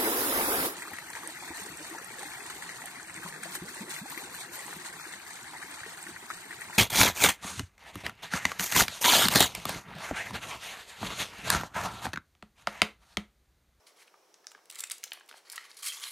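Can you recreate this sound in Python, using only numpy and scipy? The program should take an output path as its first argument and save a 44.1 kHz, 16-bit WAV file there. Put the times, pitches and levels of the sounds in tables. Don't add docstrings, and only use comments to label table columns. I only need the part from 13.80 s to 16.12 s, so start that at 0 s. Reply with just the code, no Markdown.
import sys
import numpy as np
from scipy import signal
from scipy.fft import rfft, irfft, next_fast_len
from scipy.io import wavfile
from scipy.ndimage import uniform_filter1d

SR = 44100
rng = np.random.default_rng(int(sys.argv[2]) if len(sys.argv) > 2 else 0)


def inscribe(sig):
    pcm = np.round(np.clip(np.atleast_2d(sig).T, -1, 1) * 32767)
    wavfile.write(sys.argv[1], SR, pcm.astype(np.int16))


def amplitude_ratio(level_db):
    exponent = np.asarray(level_db, float) / 20
    return 10 ** exponent


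N = 102179
PADDED = next_fast_len(N + SR // 2)
FREQ = np.fft.rfftfreq(PADDED, 1 / SR)
TIME = np.arange(N) / SR

# pitch_hz, level_db
HUM_COLOUR = [(25, -26), (120, -24.5), (170, -14.5), (240, -16.5), (370, -2), (900, -5), (1900, -13),
              (7000, -21.5), (15500, -26.5)]
# pitch_hz, likeness (0 to 1)
LEFT_RIGHT_LIKENESS = [(25, 0.41), (60, 0.19), (240, 0.86), (950, 0.79), (3770, 0.7), (8000, 1), (15000, 1)]
# pitch_hz, time_to_fade_60_db_s
WALL_FADE = [(300, 0.15), (2000, 0.41), (8000, 0.26), (15000, 0.2)]
# start_s, rise_s, fall_s, level_db, tilt_db_per_octave
SLIDES = [(0.065, 0.0047, 0.052, -54.5, -3.5), (0.162, 0.067, 0.023, -56.5, -3),
          (0.268, 0.0085, 0.012, -61.5, -4.5), (0.755, 0.018, 0.036, -73.5, -9.5),
          (0.899, 0.059, 0.086, -55.5, -5), (0.972, 0.028, 0.04, -57, -9), (1.111, 0.012, 0.03, -51, -5),
          (1.329, 0.0072, .07, -57.5, -8), (1.487, 0.0045, 0.046, -53, -4.5),
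          (1.539, 0.039, 0.028, -56, -2.5), (1.65, 0.09, 0.25, -53, -5), (1.76, 0.033, 0.0085, -66, -10.5),
          (1.839, 0.014, 0.015, -53, -3.5), (1.894, 0.0054, 0.068, -57.5, -3),
          (1.967, 0.0034, 0.028, -50, 0.5), (1.986, 0.004, 0.1, -55, 0), (2.023, 0.008, 0.053, -43, 2),
          (2.042, 0.03, 0.058, -36.5, 1), (2.121, 0.012, 0.064, -45.5, 0),
          (2.164, 0.0089, 0.072, -53.5, -3.5), (2.275, 0.01, 0.032, -56.5, 6),
          (2.207, 0.027, 0.054, -41.5, -0.5), (2.248, 0.022, 0.073, -48, -3),
          (2.303, 0.0068, .03, -55, 5.5)]
# pitch_hz, level_db
PAPER_COLOUR = [(180, -68), (300, -63), (348, -46), (1120, -13.5), (2570, -11), (3190, -14.5), (10700, -6),
                (16000, -20)]
# pitch_hz, width_hz, level_db
CUP_TONES = [(1155, 44, 14), (2204, 475, 11.5), (3200, 250, 16.5), (4190, 810, 14.5)]
CUP_FREE_S = 2.01, 2.245
# from_s, to_s, pitch_hz, width_hz, level_db
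GAPS = [(0.93, 1.2, 7480, 840, 2), (0.91, 0.99, 3900, 600, -4), (1.016, 1.1, 2300, 650, 7),
        (1.3, 1.43, 1240, 1200, -6.5), (1.5, 1.68, 4730, 500, -3.5), (2.125, 2.21, 6400, 2700, 0),
        (2, 2.07, 1190, 380, 2), (2.14, 2.27, 1030, 350, 2.5), (2.22, 2.29, 3220, 480, 5),
        (1.78, 1.87, 2040, 350, -0.5)]
# start_s, length_s, pitch_hz, level_db
SQUEAKS = [(1.78, 0.013, 1844, -49), (2.065, 0.011, 3090, -50), (2.08, .01, 4220, -39),
           (2.089, 0.029, 3200, -39.5), (2.12, 0.014, 3200, -51), (2.166, 0.0091, 11650, -50),
           (2.168, 0.016, 3440, -50), (2.242, 0.016, 4210, -45), (2.259, 0.025, 4023, -43),
           (2.264, 0.013, 2370, -55), (2.28, 0.011, 9900, -49)]
# start_s, peak_db, pitch_hz, time_to_fade_60_db_ms
POPS = [(.279, -53, 2500, 13), (.341, -47, 1194, 20), (.357, -57.5, 927, 20), (.643, -58, 1740, 43),
        (.669, -43, 1610, 11.3), (.717, -43.5, 1310, 9.4), (.749, -39, 1636, 14.6), (.750, -48.5, 420, 35),
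        (.7595, -56, 1680, 11), (.768, -60, 1390, 11), (.778, -51, 1130, 18), (.789, -52.5, 1204, 20),
        (.796, -58, 1490, 8.6), (.809, -63, 1480, 9.2), (.962, -42, 2040, 12), (1.0375, -24, 2060, 3.7),
        (1.266, -46, 810, 12), (1.319, -38, 890, 8.1), (1.3735, -41, 1070, 9.5), (1.4092, -44, 1660, 13),
        (1.449, -52.5, 1000, 10), (1.5128, -37, 1520, 6.2), (1.512, -45.5, 443, 25),
        (1.5266, -39.5, 980, 7), (1.540, -42, 1660, 10), (1.543, -37.5, 846, 8.1), (1.574, -50, 700, 15),
        (1.733, -40, 1680, 9.4), (1.7785, -27, 1896, 13.5), (1.779, -34.5, 4100, 9.3),
        (2.121, -38, 2640, 27)]
# middle_s, peak_db, pitch_hz, half_length_ms, pitch_spread (natural log)
TEARS = [(.710, -39, 5400, 2.7, 0.75), (.9015, -20.5, 8600, 1.77, 0.76), (.949, -33, 9500, 1, 0.34),
         (.990, -20, 10100, 3.5, 0.51), (.9955, -21, 8000, 1.8, 0.56), (1.0065, -11.5, 9500, 1.9, 0.51),
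         (1.039, -15, 8000, 1.3, 0.575), (1.073, -29, 8800, 2.7, 0.65), (1.117, -10.5, 9560, 2.39, 0.75),
         (1.279, -33.5, 4200, 3.8, .3), (1.492, -27.5, 11000, 2.16, 0.76), (1.765, -27.5, 4600, 2.5, 0.33),
         (1.946, -39, 9500, 1.1, 0.34), (2.052, -23, 7000, 2.2, 0.3), (2.065, -14, 8600, 1.93, 0.43),
         (2.085, -13, 10000, 2.66, .35), (2.2, -27.5, 8000, 1.6, 0.65), (2.239, -20.5, 4120, 2.31, .5)]
# start_s, peak_db, pitch_hz, length_ms, pitch_spread (natural log)
SNAPS = [(.279, -47.5, 3000, 2.2, 0.33), (.542, -36.5, 6050, 3.95, 0.76), (.644, -46.5, 5000, 2.6, 0.13),
         (.669, -25.5, 5620, 2.26, 0.246), (.7165, -29.5, 7550, 3.56, 0.67),
         (.8565, -40.5, 7750, 2.8, 0.72), (.9115, -24, 10000, 1.62, 0.52), (.9245, -32.5, 9700, 2.5, .55),
         (.935, -43, 9000, 1.1, 0.49), (.9558, -25, 8400, 5.2, 0.57), (.9745, -46, 10000, 1.7, 0.33),
         (1.0205, -40, 9100, 1.5, 0.35), (1.0995, -23.5, 8700, 2.6, 0.85), (1.110, -24, 4000, 3.13, 0.66),
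         (1.1812, -28.5, 11300, 3.5, 0.47), (1.2275, -40, 9000, 2.8, .59), (1.2325, -28, 3700, 2.03, 0.36),
         (1.238, -26, 4900, 1.3, 0.54), (1.2395, -15.5, 6800, 3.8, 0.79), (1.308, -38, 11000, 2, 0.29),
         (1.319, -23.5, 2810, 3.04, 0.26), (1.3325, -20, 8960, 2.8, 0.59), (1.3735, -43, 4030, 1.4, .5),
         (1.398, -41.5, 6460, 2.3, 0.36), (1.461, -47, 9500, 2, .25), (1.479, -44, 9700, 1.5, 0.52),
         (1.4985, -43, 8600, 1.9, 0.47), (1.5125, -40.5, 3200, 2.2, 0.53), (1.5263, -37.5, 2170, 1.9, 0.29),
         (1.699, -28.5, 4750, 3.1, 0.071), (1.6993, -25, 10900, 3, 0.35), (1.7185, -26, 10300, 3.96, 0.32),
         (1.7243, -24, 10200, 2, 0.54), (1.7285, -26.5, 11100, 2, 0.42), (1.7325, -28, 10700, 1.5, 0.54),
         (1.754, -52, 10000, 1.5, .3), (1.759, -19, 11400, 4.6, 0.41), (1.9145, -35, 4500, 3.3, 0.048),
         (1.9755, -44, 9000, 2.5, .4), (1.9895, -35, 10000, 4, 0.25)]

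HUM_DB = -66
WHINE_HZ, WHINE_WIDTH_HZ, WHINE_DB = 5600, 1000, -6
ROOM_DB, ROOM_SIDE_DB, WALL_S = -9.5, -20, 0.004
TRAY_S, TRAY_DB = 0.00137, -21
RISE_DB, FALL_DB = 12.5, 19.5
SHEET_HZ, CUP_HZ = 700, 237
DULL_HZ, TOP_HZ = 16400, 15800


def unit(x):
    return x / np.sqrt(np.mean(x ** 2) + 1e-20)


def along(points, hz):
    f, v = np.transpose(points)
    return np.interp(np.log(hz + 1), np.log(f + 1), v)


def filtered(x, response):
    return irfft(rfft(x, PADDED) * response, PADDED)[..., :N]


def resonance(hz, width_hz):
    return 1j * FREQ * width_hz / (hz * hz - FREQ ** 2 + 1j * FREQ * width_hz)


def high_pass(hz):
    return (1j * FREQ / hz / (1 + 1j * FREQ / hz)) ** 4


def grains(start_s, hz, fade_s, gain, phase, size=256, onset=4):
    t = np.arange(size) / SR
    wave = np.sin(2 * np.pi * (hz[:, None] * t + phase[:, None]))
    wave = gain[:, None] * wave * amplitude_ratio(-60 * t / fade_s[:, None])
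    wave = wave * (1 - np.exp(-onset * t * hz[:, None]))
    first = np.round(np.clip(start_s, 0, None) * SR).astype(int)
    where = first[:, None] + np.arange(size)
    return np.bincount(where.ravel(), wave.ravel(), N + SR)[:N]


def hum():
    whine_gain = amplitude_ratio(along(HUM_COLOUR, WHINE_HZ) + 12.0 + WHINE_DB)
    whine = whine_gain * np.abs(resonance(WHINE_HZ, WHINE_WIDTH_HZ)) ** 2
    colour = amplitude_ratio(along(HUM_COLOUR, FREQ)) + whine
    turn = np.arccos(np.clip(along(LEFT_RIGHT_LIKENESS, FREQ), -1, 1)) / 2
    noise = rng.standard_normal((2, N))
    mid, side = filtered(noise, colour * [np.cos(turn), np.sin(turn)])
    return amplitude_ratio(HUM_DB) * unit(np.array([mid + side, mid - side]))


def kitchen(x, count=8):
    wet = np.zeros((2, N + SR))
    for k, part in enumerate(np.array_split(x, count)):
        hz, t, z = signal.stft(rng.standard_normal((2, SR // 2)), SR, nperseg=256)
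        fade = amplitude_ratio(-60 * t / along(WALL_FADE, hz)[:, None])
        tail = signal.istft(z * fade, SR, nperseg=256)[1]
        answer = signal.fftconvolve(part[None], tail / np.linalg.norm(tail[0]), axes=1)
        at = k * (N // count + 1) + int(WALL_S * SR)
        wet[:, at:at + answer.shape[1]] += answer
    mid, side = wet[0, :N], amplitude_ratio(ROOM_SIDE_DB) * wet[1, :N]
    return np.array([mid + side, mid - side])


def tray(paper):
    echo = amplitude_ratio(TRAY_DB) * np.exp(-2j * np.pi * FREQ * TRAY_S)
    return filtered(paper, (1 + echo) / (1 + (FREQ / DULL_HZ) ** 6))


def fibre_ticks(count=90000, clump_db=1, clump_s=0.002, patchy_db=2.2):
    ticks = np.bincount(rng.integers(N, size=count), rng.standard_normal(count), N)
    wide = int(clump_s * SR) + 1
    clumps = uniform_filter1d(uniform_filter1d(rng.standard_normal(N), wide), wide)
    ticks = ticks * amplitude_ratio(clump_db * unit(clumps))
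    z = signal.stft(ticks, nperseg=128)[2]
    patches = uniform_filter1d(rng.standard_normal(z.shape), size=3, axis=0)
    patches = uniform_filter1d(patches, size=7, axis=1)
    return unit(signal.istft(z * amplitude_ratio(patchy_db * unit(patches)), nperseg=128)[1][:N])


def slides(pivot_hz=4000):
    ticks = fibre_ticks()
    octaves = np.log2((FREQ + 300) / pivot_hz)
    size = 2 * len(FREQ) - 2
    spectrum = 0
    for s, rise, fall, db, tilt in SLIDES:
        top = s + rise
        moments = [s - 0.002, s, top, top + fall, top + 2 * fall]
        stroke_db = np.interp(TIME, moments, [-60, -RISE_DB, 0, -FALL_DB, -60])
        spectrum = spectrum + rfft(ticks * amplitude_ratio(db + stroke_db), size) * amplitude_ratio(tilt * octaves)
    colour = amplitude_ratio(along(PAPER_COLOUR, FREQ))
    rub = irfft(spectrum * colour / np.sqrt(np.mean(colour ** 2)))[:N]
    singing = np.interp(TIME, CUP_FREE_S, [0.3, 0.16])
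    cup = sum(amplitude_ratio(db) * resonance(hz, width) for hz, width, db in CUP_TONES)
    return rub + filtered(rub * singing, cup)


def gaps(x, edge_s=0.0061):
    rings = 0
    for a, b, hz, width, db in GAPS:
        is_open = np.interp(TIME, [a - edge_s, a, b, b + edge_s], [0, 1, 1, 0])
        rings = rings + amplitude_ratio(db) * filtered(x * is_open, resonance(hz, width))
    return x + rings


def squeaks(rough_s=0.0021):
    total = 0
    for s, length, hz, db in SQUEAKS:
        swell = np.sin(np.pi * np.clip((TIME - s) / length, 0, 1)) ** 0.19
        flutter = filtered(rng.standard_normal(N), resonance(hz, 1 / (np.pi * rough_s)) ** 2)
        total = total + amplitude_ratio(db) * swell * unit(flutter)
    return total


def pops(count=5):
    s, db, hz, ms = (c[:, None] for c in np.transpose(POPS))
    step = np.array([0, -1, 1.3, 2.6, 4])
    weaker_db = np.array([0, 6, 7, 11, 15])
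    scatter = 0.15 * rng.standard_normal((len(s), count)) * (step != 0)
    f = hz * np.exp(0.31 * step + scatter)
    fade_s = ms / 1000 * hz / f
    rows = (s + 0 * f, f, fade_s, amplitude_ratio(db + 3 - weaker_db), 0 * f)
    return grains(*(a.ravel() for a in rows), size=1400, onset=1.5)


def volley(table, when, fade_db, near=0.052, cycles=9):
    s, db, hz, ms, spread = (c[:, None] for c in np.transpose(table))
    count = when.shape[1]
    pitch = 2 * (rng.random(when.shape).argsort(axis=1) + 0.5) / count - 1
    size, phase = rng.random((2, *when.shape))
    width = np.where(np.arange(count) % 3, spread, near)
    f = hz * np.exp(width * 2 * pitch)
    gain = amplitude_ratio(db + fade_db) * (0.5 + size) * np.sqrt(f / hz) * (f < TOP_HZ)
    rows = (s + when * ms / 1000, f, cycles / f, gain, phase)
    return grains(*(a.ravel() for a in rows))


def tears(count=90):
    when = 4 * rng.random((len(TEARS), count)) - 2
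    return volley(TEARS, when, -11 - 7 * np.abs(when))


def snaps(count=60):
    is_later = np.arange(count) > 1
    when = 1.8 * rng.random((len(SNAPS), count)) ** 1.5 * is_later
    return volley(SNAPS, when, -8 - 10.5 * when)


def scene():
    cracks = filtered(snaps() + tears(), high_pass(SHEET_HZ))
    paper = squeaks() + gaps(cracks + slides()) + filtered(pops(), high_pass(CUP_HZ))
    near = tray(paper)
    return near + amplitude_ratio(ROOM_DB) * kitchen(near) + hum()


def band_limit(x):
    return signal.sosfilt(signal.butter(12, 16510, fs=SR, output="sos"), x)


def record(dry):
    mix = filtered(dry, np.where(FREQ < TOP_HZ, 1, amplitude_ratio(-46)))
    return band_limit(mix)


dry = scene()
out = record(dry)
inscribe(out)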